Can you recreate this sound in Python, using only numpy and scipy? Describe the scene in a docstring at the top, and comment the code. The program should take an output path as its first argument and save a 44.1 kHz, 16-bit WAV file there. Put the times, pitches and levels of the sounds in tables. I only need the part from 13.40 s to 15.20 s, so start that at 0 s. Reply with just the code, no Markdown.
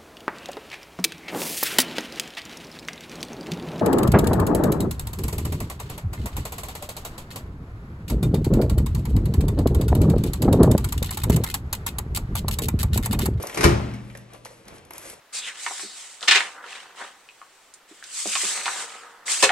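"""In a quiet kitchen, a cupboard door rattles through its catch and thumps shut; cabinet and room boom on.
Each impact excites the cabinet's normal modes, which decay freely over the rumble of panels and wall.
Nearby a hand shifts a paper bag in a wooden bowl: creases snap, panels buckle with a pop, sliding
friction rustles and the bag bumps the bowl. Two close microphones hear it all over faint room air."""
import sys
import numpy as np
from scipy import signal
from scipy.fft import rfft, irfft
from scipy.io import wavfile

SR = 44100
rng = np.random.default_rng(int(sys.argv[2]) if len(sys.argv) > 2 else 0)


def dump(signal):
    """Clip the signal to [-1, 1] and save it as 16-bit WAV at the path in sys.argv[1]."""
    limited = np.clip(np.atleast_2d(signal).T, -1, 1)
    pcm = np.round(limited * 32767).astype(np.int16)
    wavfile.write(sys.argv[1], SR, pcm)


N = 79380

# contacts of door and catch (t/s, clack level/dB, cabinet ring level/dB, clack T60/s)
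CONTACTS = [(0.1727, -24, -13, 0.12), (.189, -47, -9, .05), (.208, -22.5, -16.5, 0.12),
            (0.2312, -24, -9, 0.16), (0.2399, -12.5, -22, 0.028), (0.243, -18, -25.5, 0.11)]
# spectral density of a clack (f/Hz, level/dB)
CLACK_SPECTRUM = [(30, -25), (90, -13), (350, 3), (700, 0), (1300, 1.5), (1650, -2.5), (2200, 0),
                  (3300, -10.5), (5500, -8), (8000, -14.5), (10500, -9), (12000, -17.5)]
def catch_rattle():
    """Impact excitation: each contact gives a broadband clack and rings the cabinet."""
    bursts = sum(amp(db) * strike(start, t60, rise_s=0.0008) for start, db, _, t60 in CONTACTS)
    # light contacts hardly move the low modes, and a hand still damps the door
    ring = sum(amp(db) * cabinet_ring(start, rise_s=0.0021, bass_hz=226, t60_share=0.7)
               for start, _, db, _ in CONTACTS)
    return noise(CLACK_SPECTRUM) * bursts, ring


# normal modes of the cabinet (f/Hz, level/dB, T60/s)
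CABINET_MODES = [(58.3, -21, 0.41), (73.6, -19, 0.74), (108.7, -22.5, 0.76), (119, -23, 1.45),
                 (147.8, -15.5, 0.36), (200.5, -27, 1.25), (271.4, -21, 0.34), (346.5, -12, 0.35),
                 (406.7, -15, 0.16), (419, -21.5, 0.395), (583, -25, 0.45), (1858, -23, 0.15),
                 (2200, -33, 0.14), (2326, -22.5, 0.12)]
def cabinet_ring(start, rise_s, bass_hz, t60_share):
    """Modal superposition: a blow leaves a sum of damped sinusoids, weakened below bass_hz."""
    return sum(amp(db) / (1 + (bass_hz / hz) ** 2) * damped_sine(start, hz, t60 * t60_share, rise_s)
               for hz, db, t60 in CABINET_MODES)


# pushes of the door on its frame (t/s, level/dB, f/Hz, T60/s)
THUDS = [(0.18, -37, 182, 0.1), (0.192, -23.5, 165, .1), (0.2068, -21, 139, 0.037), (0.251, -8, 89, .06)]
def frame_thuds():
    """Heavily damped oscillation: each push gives a low tone that dies quickly."""
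    return sum(amp(db) * damped_sine(start, hz, t60, rise_s=0.002) for start, db, hz, t60 in THUDS)


# vibration bands of the panels and the wall (f/Hz, level/dB, T60/s)
RUMBLE_BANDS = [(24.9, -52, .3), (54, -34, 1.2), (97, -24.5, 0.56), (165, -34.5, 1.69), (280, -30, 1.014),
                (410, -27, 0.58), (720, -28, .55), (2000, -31.5, 0.42), (6030, -68, .5)]
def panel_rumble(start, rise_s):
    """Modal overlap: densely spaced resonances merge into decaying bands of noise."""
    return sum(amp(db) * unit_rms(band) * strike(start, t60, rise_s)
               for band, (_, db, t60) in zip(noise_bands(RUMBLE_BANDS), RUMBLE_BANDS))


THUMP_S, THUMP_DB, THUMP_RISE_S = 0.25, 0.5, 0.0043  # the door seats just after its last clack
def door():
    """Transient response to the rattle and the closing thump: a diffuse part and a coherent ring."""
    clacks, rattle_ring = catch_rattle()
    thump = amp(THUMP_DB) * cabinet_ring(THUMP_S, THUMP_RISE_S, bass_hz=0, t60_share=0.95)
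    rumble = panel_rumble(THUMP_S, THUMP_RISE_S)
    return add_reverberation(clacks, wet_db=-6.5) + rumble, rattle_ring + frame_thuds() + thump


# snapping creases (t/s, level/dB, T60/s, relative hiss level/dB)
SNAPS = [(0.0242, -35, 0.032, -7), (0.028, -39.5, 0.036, 14), (0.0703, -30, 0.032, 3),
         (0.096, -37.5, .02, -6), (0.1442, -28.5, 0.03, -14), (0.147, -37, 0.045, -14),
         (0.158, -35, .03, -2), (0.537, -47, 0.092, -20), (.7498, -49, 0.09, -14), (0.7732, -40, 0.023, 5),
         (0.9348, -43, 0.024, 1), (1.0496, -30.5, 0.02, -19), (1.056, -42.5, 0.088, -24),
         (1.2536, -50, .03, -15), (1.2801, -44, 0.026, -18), (1.283, -40.5, 0.017, -16),
         (1.382, -46, 0.032, -15), (1.4504, -49.5, 0.022, 8), (1.5074, -45, 0.026, 10),
         (1.535, -38, 0.017, 7.5), (1.5807, -37.5, 0.027, 9.5), (1.6984, -36.5, 0.035, 6)]
# spectral densities of a snap and of the top hiss of the tightest creases (f/Hz, level/dB)
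SNAP_SPECTRUM = [(30, -48), (200, -5), (600, -12.5), (2200, 3), (3600, -2.5), (5700, 4), (8000, -4),
                 (12000, -0.5)]
HISS_SPECTRUM = [(2000, -41), (6000, -8), (8500, -8), (11500, 3)]
def crease_snaps():
    """Sudden release of elastic energy: each crease radiates a short burst of noise."""
    crack, hiss = noise(SNAP_SPECTRUM), noise(HISS_SPECTRUM)
    return sum(amp(db) * strike(start, t60, rise_s=0.0002) * (crack + amp(hiss_db) * hiss)
               for start, db, t60, hiss_db in SNAPS)


# popping paper panels (t/s, level/dB, f/Hz, T60/s)
POPS = [(0, -28.5, 400, 0.065), (0.0376, -25.5, 1030, 0.022), (.044, -26.5, 570, 0.023),
        (0.085, -33.5, 1500, 0.033), (.097, -31.5, 2000, 0.035), (.127, -39, 2150, 0.05),
        (.148, -30, 650, 0.021), (.536, -47, 2200, 0.22), (.699, -47, 2250, 0.068),
        (.751, -37, 1850, 0.036), (0.752, -44, 562, 0.066), (.945, -48.5, 540, 0.11),
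        (1.0558, -31, 963, 0.012), (1.059, -38.5, 548, 0.025), (1.064, -39, 2000, 0.027),
        (1.105, -44.5, 526, 0.096), (1.506, -46, 400, 0.048), (1.5087, -39.5, 930, 0.054),
        (1.507, -39.5, 2300, 0.034), (1.655, -47, 542, 0.17), (1.732, -46, 477, 0.028)]
SAG_TIME_S, STIFF_T60_S, TONE_CORNER_HZ = 0.0081, 0.052, 1500
def paper_pop(start, db, hz, t60):
    """Buckling: a panel gives a puff of noise and a short tone that falls as the paper relaxes."""
    age = np.maximum(clock() - start, 0)
    sag_depth = 0.23 * np.exp(-t60 / STIFF_T60_S)  # long-ringing panels hold their pitch
    pitch_hz = hz * (1 - sag_depth * (1 - np.exp(-age / SAG_TIME_S)))
    cycles = np.cumsum(pitch_hz * (age > 0)) / SR
    tone_gain = 0.87 / (1 + (hz / TONE_CORNER_HZ) ** 2)  # small, high panels give more puff than tone
    tone = tone_gain * np.sin(2 * np.pi * cycles)
    skirt = 2 ** 0.64  # frequency ratio from the puff's peak to either shoulder
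    puff = noise([(hz / 8, -40), (hz / skirt, -10), (hz, 0), (hz * skirt, -12), (hz * 8, -50)])
    return amp(db) * strike(start, t60, rise_s=0.00059) * (0.75 * puff + tone)


SLIPS_PER_S, SLIP_SPREAD_DB = 9000, 3.5
def slips(spectrum):
    """Shot noise: a dense random train of tiny slips of uneven size, filtered to a spectrum."""
    size = amp(SLIP_SPREAD_DB * np.minimum(rng.exponential(1, N), 4))
    slipping = rng.random(N) < SLIPS_PER_S / SR
    polarity = rng.choice([-1., 1.], (2, N))
    return unit_rms(filtered(size * slipping * polarity, amp(per_bin(spectrum))))


# course of the sliding (t/s, fizz level/dB, hollow body level/dB)
SLIDE_LEVELS = [(0, -52, -45), (.06, -53, -44.5), (0.131, -50.5, -47), (0.172, -48.5, -38), (.3, -70, -38),
                (.55, -89, -48), (.65, -65, -58), (.71, -61.5, -55), (0.872, -87, -62.5), (0.948, -59, -48),
                (1.01, -72, -77), (1.12, -59, -61), (1.24, -67, -61.5), (1.288, -83, -51), (1.36, -53, -53),
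                (1.42, -90, -59), (1.5, -72, -63.5), (1.548, -50, -50), (1.61, -51, -53.5),
                (1.66, -43, -50), (1.705, -47, -52), (1.74, -49, -51.5), (1.76, -73, -71), (1.8, -68, -57)]
# spectral densities of the paper's fizz and of the bag's hollow body (f/Hz, level/dB)
FIZZ_SPECTRUM = [(60, -50), (300, -22), (1500, 7.5), (2500, 4), (4000, 0), (6000, 3), (9000, 3.5),
                 (11000, 6), (12000, 0)]
HOLLOW_SPECTRUM = [(20, -24), (70, -8), (180, -11.5), (330, 6), (420, 0.5), (540, 3), (900, 2),
                   (1500, -3.5), (2300, -3.5), (3500, -11), (10000, -24.5)]
def paper_slide():
    """Stick-slip friction: a bright fizz and a hollow rustle swell and fade as the paper slides."""
    times, fizz_db, hollow_db = np.transpose(SLIDE_LEVELS)
    fizz = slips(FIZZ_SPECTRUM) * amp(np.interp(clock(), times, fizz_db))
    hollow = slips(HOLLOW_SPECTRUM) * amp(np.interp(clock(), times, hollow_db))
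    return fizz + hollow


# bumps of the bag in the bowl (t/s, level/dB, T60/s)
BUMPS = [(0, -37.5, 0.15), (0.079, -48.5, .25), (1.258, -46.5, .25), (1.32, -44, 0.19)]
# spectral density of the bowl's response (f/Hz, level/dB)
BOWL_SPECTRUM = [(20, -35), (45, -7.5), (80, -2.5), (170, -12.5), (350, -13), (600, -19.5), (1500, -25),
                 (5000, -53)]
def bowl_bumps():
    """Soft impact: a slow contact excites mainly low frequencies, so the bowl sounds dull."""
    bursts = sum(amp(db) * strike(start, t60, rise_s=0.004) for start, db, t60 in BUMPS)
    return noise(BOWL_SPECTRUM) * bursts


def paper_bag():
    """Superposition: snaps, pops, sliding and bumps add and reverberate together."""
    direct = crease_snaps() + sum(paper_pop(*row) for row in POPS) + paper_slide() + bowl_bumps()
    return add_reverberation(direct, wet_db=-7)


# reverberation times of the kitchen (f/Hz, T60/s)
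KITCHEN_T60 = [(60, 0.79), (250, 0.76), (700, 0.58), (2000, 0.44), (5000, 0.43), (8500, 0.36),
               (11500, 0.24)]
def add_reverberation(direct, wet_db):
    """Diffuse reverberation: convolution adds a tail in which each band decays at its own rate."""
    tail = sum(band * strike(0.0054, t60, rise_s=0.002)
               for band, (_, t60) in zip(noise_bands(KITCHEN_T60), KITCHEN_T60))
    tail = tail / np.linalg.norm(tail, axis=1, keepdims=True)
    return direct + amp(wet_db) * signal.fftconvolve(direct, tail, axes=1)[:, :N]


# spectral density of the still room air (f/Hz, level/dB)
AIR_SPECTRUM = [(20, -2), (60, 2.5), (120, 0.5), (250, -3), (520, -2), (1000, -16.5), (2500, -14),
                (5000, -23.5), (12000, -32)]
def room_air():
    """Stationary noise: a faint, low-pitched background."""
    return amp(db=-57.5) * noise(AIR_SPECTRUM)


def amp(db):
    """Amplitude ratio of a level in decibels."""
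    return 10 ** (np.asarray(db) / 20)


def unit_rms(x):
    """Normalisation to an rms of 1."""
    return x / np.sqrt(np.mean(x ** 2) + 1e-20)


def clock():
    """Time of every sample in seconds."""
    return np.arange(N) / SR


def strike(start, t60, rise_s):
    """Exponential decay of 60 dB in t60 seconds, with a linear onset."""
    age = np.maximum(clock() - start, 0)
    return np.minimum(age / rise_s, 1) * np.exp(-np.log(1000) * age / t60)


def damped_sine(start, hz, t60, rise_s):
    """Free vibration of one struck mode."""
    return strike(start, t60, rise_s) * np.sin(2 * np.pi * hz * (clock() - start))


def per_bin(points):
    """Interpolation of a table over log frequency, at every FFT bin."""
    hz, value = np.transpose(points)
    return np.interp(np.log(np.fft.rfftfreq(2 * N, 1 / SR) + 1), np.log(hz + 1), value)


def filtered(x, gain):
    """Zero-phase filtering by a gain for each bin."""
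    return irfft(rfft(x, 2 * N) * gain)[..., :N]


def noise(spectrum):
    """Two uncorrelated channels of coloured noise."""
    return unit_rms(filtered(rng.standard_normal((2, N)), amp(per_bin(spectrum))))


def noise_bands(rows):
    """Filter bank: white noise split into overlapping bands around a table's frequencies."""
    white = rng.standard_normal((2, N))
    return [filtered(white, per_bin([(hz, hz == centre) for hz, *_ in rows])) for centre, *_ in rows]


def microphone_pair(table, diffuse, coherent):
    """Partial coherence: two close microphones hear similar sound, offset in phase and level."""
    coherence, lead, balance_db = (per_bin(np.array(table)[:, [0, k]]) for k in range(1, 4))
    coherence, tilt = np.clip(coherence, 0, 1), amp(balance_db / 2)
    (first, second), common = rfft(diffuse, 2 * N), rfft(coherent, 2 * N)
    left = first + common
    right = (coherence * first + np.sqrt(1 - coherence ** 2) * second + common) * np.exp(-1j * lead)
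    return irfft(np.array([left * tilt, right / tilt]))[:, :N]


# each source at the microphones (f/Hz, coherence, phase lead of left/rad, left-right level/dB)
DOOR_STEREO = [(50, .99, 0.079, 4.3), (170, 0.78, 0.2, 0.5), (367, 1, 0.7, 0), (650, 0.27, 3.2, 4.5),
               (1260, 0.24, 3.42, 3), (2200, 0.5, 6, 1), (3070, 0.27, 7.3, 2), (4600, 0.18, 7.5, 4),
               (7900, 0.88, 7.73, 1.5), (8860, 1, 5.2, -0.5), (10000, .97, 3, -2), (12400, 0.8, 0.23, 3)]
BAG_STEREO = [(100, 0.9, 0, -0.5), (400, 0.89, 0.6, -1.5), (774, 0.13, 0, 3), (1460, 0.19, -1.14, 4.5),
              (1700, 0.2, 1, 1), (2300, .65, 0.53, 0), (3000, 0.48, 1.14, 2.5), (4640, 1, 1.46, 2.5),
              (7800, 1, 1.48, 2.5), (9500, 0.3, -2.9, -2), (10090, 1, -5, 3), (11840, 1, -4.5, -1.5)]
def scene():
    """Superposition at the microphone pair: the door, then the bag with the room air."""
    cupboard = microphone_pair(DOOR_STEREO, *door())
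    return cupboard + microphone_pair(BAG_STEREO, paper_bag() + room_air(), coherent=np.zeros(N))


# frequency response of the microphones (f/Hz, level/dB)
MIC_RESPONSE = [(15, -18), (45, 1.5), (9300, 2.5), (9750, 3), (10050, -7), (10350, -22), (10700, 4),
                (11300, 7), (11900, -0.5), (12600, -17)]
CEILING, CUTOFF_HZ = 0.85, 12550
def record(dry):
    """Transduction: microphone colour, soft saturation of the highest peaks, then a band limit."""
    coloured = filtered(dry, amp(per_bin(MIC_RESPONSE)))
    limited = coloured / (1 + (coloured / CEILING) ** 8) ** (1 / 8)
    lowpass = signal.firwin(255, CUTOFF_HZ, window=("kaiser", 9), fs=SR)
    return signal.oaconvolve(limited, lowpass[None], "same")


dry = scene()
out = record(dry)
dump(out)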